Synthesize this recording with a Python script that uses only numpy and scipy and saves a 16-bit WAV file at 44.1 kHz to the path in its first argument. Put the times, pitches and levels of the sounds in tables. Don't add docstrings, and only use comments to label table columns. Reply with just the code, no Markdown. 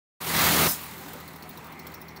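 import sys
import numpy as np
from scipy import signal
from scipy.fft import rfft, irfft
from scipy.io import wavfile
from scipy.ndimage import uniform_filter1d

SR = 44100
rng = np.random.default_rng(int(sys.argv[2]) if len(sys.argv) > 2 else 0)


def unload_wav(signal):
    wavfile.write(
        sys.argv[1],
        SR,
        np.round(np.clip(np.atleast_2d(signal).T, -1, 1) * 32767).astype(np.int16),
    )


def voltage_ratio(decibels):
    exponent = np.asarray(decibels, float) / 20
    return 10 ** exponent


N = 97020

WHEEL_HZ = 40.39
OPENS_S = 0.2035
SPLIT_HZ = 4850


def level(x, db):
    return x * voltage_ratio(db) / np.sqrt(np.mean(x ** 2))


def read(table, hz, axis=1):
    table = np.array(table, float)
    return np.interp(np.log(hz), np.log(table[:, 0]), table[:, axis])


def walk(rate):
    hold = int(SR / rate)
    steps = np.repeat(rng.standard_normal(N // 100)[:N // hold + 1], hold)
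    slewed = uniform_filter1d(uniform_filter1d(steps, hold), hold)[:N]
    return slewed / slewed.std()


def resonance(x, hz, width_hz):
    return signal.lfilter(*signal.iirpeak(hz, hz / width_hz, fs=SR), x)


def blade_wheel(t, phase):
    # multiple, level_db
    wheel_orders = [(1, -22.5), (2, -7.5), (3, -12.5), (4, -1), (5, -8), (6, -9)]
    wheel_db, wobble_db = -32, 0.8
    out = np.zeros(N)
    for multiple, order_db in wheel_orders:
        gain_db = wheel_db + order_db + wobble_db * walk(11.8) + recorder_db(multiple * WHEEL_HZ, t)
        out += voltage_ratio(gain_db) * np.sin(multiple * phase + rng.uniform(0, 2 * np.pi))
    return out


def roar(t, phase, throb_db):
    # pitch_hz, density_db
    roar_colour = [(25, -42), (60, -14.5), (160, -5), (500, -11), (900, -6.5), (5300, -15.5), (10800, -18),
                   (15300, -14)]
    roar_db, flicker_db = -22.5, 1.3
    swell_db = 1.01 * walk(10.28)
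    treble_throb_db = 1.4 * np.cos(phase + 0.5)
    f = np.arange(N // 2 + 1) * SR / N + 1e-3
    coloured = irfft(rfft(rng.standard_normal(N)) * voltage_ratio(read(roar_colour, f)), N)
    spectrum = rfft(level(coloured, roar_db))
    out = np.zeros(N)
    lowest, highest = -16, 4
    for band in range(lowest, highest + 1):
        hz = SPLIT_HZ * 2 ** ((band + 0.5) / 2.5)
        mask = np.abs(np.log2(f / hz) * 2.5) < 0.5
        if band == lowest:
            mask |= f < hz
        if band == highest:
            mask |= f > hz
        beat_db = throb_db if hz < SPLIT_HZ else treble_throb_db
        gain_db = beat_db + swell_db + flicker_db * walk(25.16) + recorder_db(hz, t)
        out += irfft(spectrum * mask, N) * voltage_ratio(gain_db)
    return out


def housing(t, throb_db):
    # pitch_hz, width_hz, level_db
    housing_modes = [(279.2, 79, -41), (375.7, 56, -41), (769.5, 47, -43.5), (924, 250, -38),
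                     (1238, 224, -38), (2016, 490, -36), (4080, 880, -36.5), (14660, 1600, -36)]
    out = np.zeros(N)
    for hz, width_hz, mode_db in housing_modes:
        tone = resonance(resonance(rng.standard_normal(N), hz, width_hz), hz, width_hz)
        out += level(tone, mode_db) * voltage_ratio(throb_db + 1.8 * walk(14) + recorder_db(hz, t))
    return out


def machine(t):
    phase = 2 * np.pi * np.cumsum(WHEEL_HZ * (1 + 0.0015 * walk(2.1))) / SR
    throb_db = 0.6 * np.cos(phase)
    return blade_wheel(t, phase) + roar(t, phase, throb_db) + housing(t, throb_db)


def scrape_grit(rattle):
    # pitch_hz, level_db
    scrape_colour = [(2500, -6), (4000, -3), (7000, -10), (10500, -7.5), (13000, -2.5), (15500, 2.5)]
    patch_db, band_hz = 3, 1500
    f = np.arange(N // 2 + 1) * SR / N + 1e-3
    spectrum = rfft(rattle) * voltage_ratio(read(scrape_colour, f))
    grit = np.zeros(N)
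    for hz in range(2000, 18000, band_hz):
        patch = irfft(spectrum * np.exp(-((f - hz) / band_hz) ** 2), N)
        grit += voltage_ratio(patch_db * walk(33)) * patch
    return level(grit, 0)


def chain():
    # start_s, level_db, low_ring_db, high_ring_db, low_ring_hz
    clanks = [(0.834, -36, -8, -20, 4320), (0.9094, -42, -16, -25, 3730), (0.9802, -35.5, -19, -20, 3850),
              (1.0834, -39, -7, -21, 4140), (1.133, -35.5, -17, -27, 3810), (1.2017, -39.5, -5, -17, 4000),
              (1.278, -36.5, -10, -25, 4300), (1.3319, -45, -21, -16, 4210), (1.3597, -41, -19, -24, 4030),
              (1.4241, -37, -2, -11, 4400), (1.4915, -34.5, -18, -31, 3800), (1.5095, -51.5, 6, -20, 4370),
              (1.5736, -38, -4, -12, 3900), (1.6432, -45, -5, -17, 4260), (1.6641, -45.5, -8, -20, 4300),
              (1.7215, -41, -16, -11, 4320), (1.7924, -37.5, -9, -6, 4400), (1.8677, -35, -14, -13, 4430),
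              (1.9165, -44, -6, -17, 4200), (1.94, -35, -13, -6, 4500), (2.015, -37.5, -20, -9.5, 3820),
              (2.0827, -40, -4.5, -6, 4380), (2.1617, -40, -3, -5, 4450)]
    scrape_db, scrape_hold_s, scrape_t60_s = -10, 0.006, 0.043
    click_db, click_s, rattle_t60_s = 7, 0.002, 0.11
    ring_db, ring_lag_s = -0.5, 0.0043
    low_width_hz, high_ring_hz, high_width_hz = 290, 5500, 340
    tick_hz, tick_width_hz, tick_db = 15640, 1100, 1

    size = SR // 5
    t = np.arange(size) / SR
    rattle = rng.standard_normal(N) * voltage_ratio(2.5 * walk(360))
    grit = np.append(scrape_grit(rattle), np.zeros(size))
    rattle = np.append(rattle, np.zeros(size))

    click = click_db * np.exp(-t / click_s)
    scrape_fall = -60 * np.clip(t - scrape_hold_s, 0, None) / scrape_t60_s
    scrape = voltage_ratio(scrape_fall + click) * np.clip(t / 0.00043, 0, 1)
    shake = voltage_ratio(-60 * t / rattle_t60_s + click) * np.clip(t / 0.00044, 0, 1)
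    late = np.clip(t / ring_lag_s, 0, 1) ** 2

    out = np.zeros(N + size)
    for start_s, clank_db, low_db, high_db, low_hz in clanks:
        i = int(start_s * SR)
        contact = rattle[i:i + size]
        push = contact * shake
        low = resonance(push, low_hz, low_width_hz)
        high = resonance(push * late, high_ring_hz, high_width_hz)
        tick = resonance(contact * scrape, tick_hz, tick_width_hz)
        rings = voltage_ratio(low_db) * low / np.abs(low).max()
        rings += voltage_ratio(high_db) * high / np.abs(high).max()
        rings += voltage_ratio(tick_db) * tick / np.abs(tick).max()
        scraping = voltage_ratio(scrape_db) * scrape * grit[i:i + size]
        out[i:i + size] += voltage_ratio(clank_db) * (scraping + voltage_ratio(ring_db) * rings)
    return out[:N]


def knocks(t):
    # start_s, pitch_hz, level_db, t60_s
    knock_rings = [
        (.69, 5170, -32, .25),
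        (.84, 240, -39, .2),
        (1.045, 285, -34, .18),
        (1.125, 470, -39, .18),
        (1.135, 520, -39, .16),
        (1.14, 585, -38, .18),
        (1.44, 620, -40, .12),
        (1.445, 730, -37, .16),
    ]
    out = np.zeros(N)
    for start_s, hz, knock_db, t60_s in knock_rings:
        since = t - start_s
        decay = voltage_ratio(knock_db - 60 * np.clip(since, 0, None) / t60_s)
        out += decay * np.clip(since / 0.023, 0, 1) * np.sin(2 * np.pi * hz * t)
    return out


def gears(t):
    hz, width_hz, gear_db = 2130, 420, -56
    turn_s, turn_length_s = 1.62, 0.1
    band = resonance(resonance(rng.standard_normal(N), hz, width_hz), hz, width_hz)
    return level(band, gear_db) * voltage_ratio(2.0 * walk(20)) * np.clip((t - turn_s) / turn_length_s, 0, 1)


def hall(x):
    hall_db, hall_t60_s = -18.5, 0.42
    t = np.arange(SR // 2) / SR
    tail = rng.standard_normal(len(t)) * voltage_ratio(-60 * t / hall_t60_s) * np.clip(t / 0.019, 0, 1)
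    return signal.fftconvolve(x, tail / np.sqrt(np.sum(tail ** 2)))[:N] * voltage_ratio(hall_db)


def recorder_db(hz, t):
    # time_s, gain_db
    fade_up = [(.205, -19), (.215, -11.5), (.26, -10), (.28, -6), (.335, -5), (.35, -2), (.45, 1.5),
               (.6, 0.5), (.68, 0.5)]
    # pitch_hz, first_duck_db, later_tightening_db
    suppressor = [(60, -15, -2), (210, -16.5, -2), (729, -18, -2.5), (2040, -17.5, -8), (2920, -17, -12.5),
                  (4500, -18, -19), (7660, -13.5, -23.5), (14100, -14, -23)]
    duck_s, tighten_s = 0.6765, 0.56
    bass_step_db, bass_fall_s = -7.5, 0.083
    treble_wait_s, treble_fall_s = 0.04, 0.059
    late_db, late_s, late_below_hz = -4.5, 0.089, 354

    since = t - duck_s
    duck_db = read(suppressor, hz)
    if hz < SPLIT_HZ:
        fall = bass_step_db * np.clip(since / 0.004, 0, 1)
        fall += (duck_db - bass_step_db) * np.clip(since / bass_fall_s, 0, 1)
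    else:
        fall = duck_db * np.clip((since - treble_wait_s) / treble_fall_s, 0, 1)
    tightened = 1 - np.exp(-np.clip(since - bass_fall_s, 0, None) / tighten_s)
    tighten = read(suppressor, hz, axis=2) * tightened
    late = late_db * (hz < late_below_hz) * np.exp(-np.clip(t - OPENS_S, 0, None) / late_s)
    return np.interp(t, *np.array(fade_up).T) + late + fall + tighten


def scene():
    t = np.arange(N) / SR
    hits = chain() + knocks(t)
    return (machine(t) + hits + hall(hits) + gears(t))[None]


def band_limit(x):
    return signal.sosfilt(signal.butter(12, 16950, fs=SR, output="sos"), x)


def record(dry):
    top_hz = 15720
    t = np.arange(N) / SR
    f = np.arange(N // 2 + 1) * SR / N
    opened = dry * np.clip((t - OPENS_S) / 0.003, 0, 1)
    cut_db = -45 * np.clip((f - top_hz) / 120, 0, 1) - 20 * np.clip((f - top_hz) / 1000, 0, 1)
    mix = irfft(rfft(opened) * voltage_ratio(cut_db), N)
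    mix = mix * (t > OPENS_S - 0.002)
    return band_limit(mix)


dry = scene()
out = record(dry)
unload_wav(out)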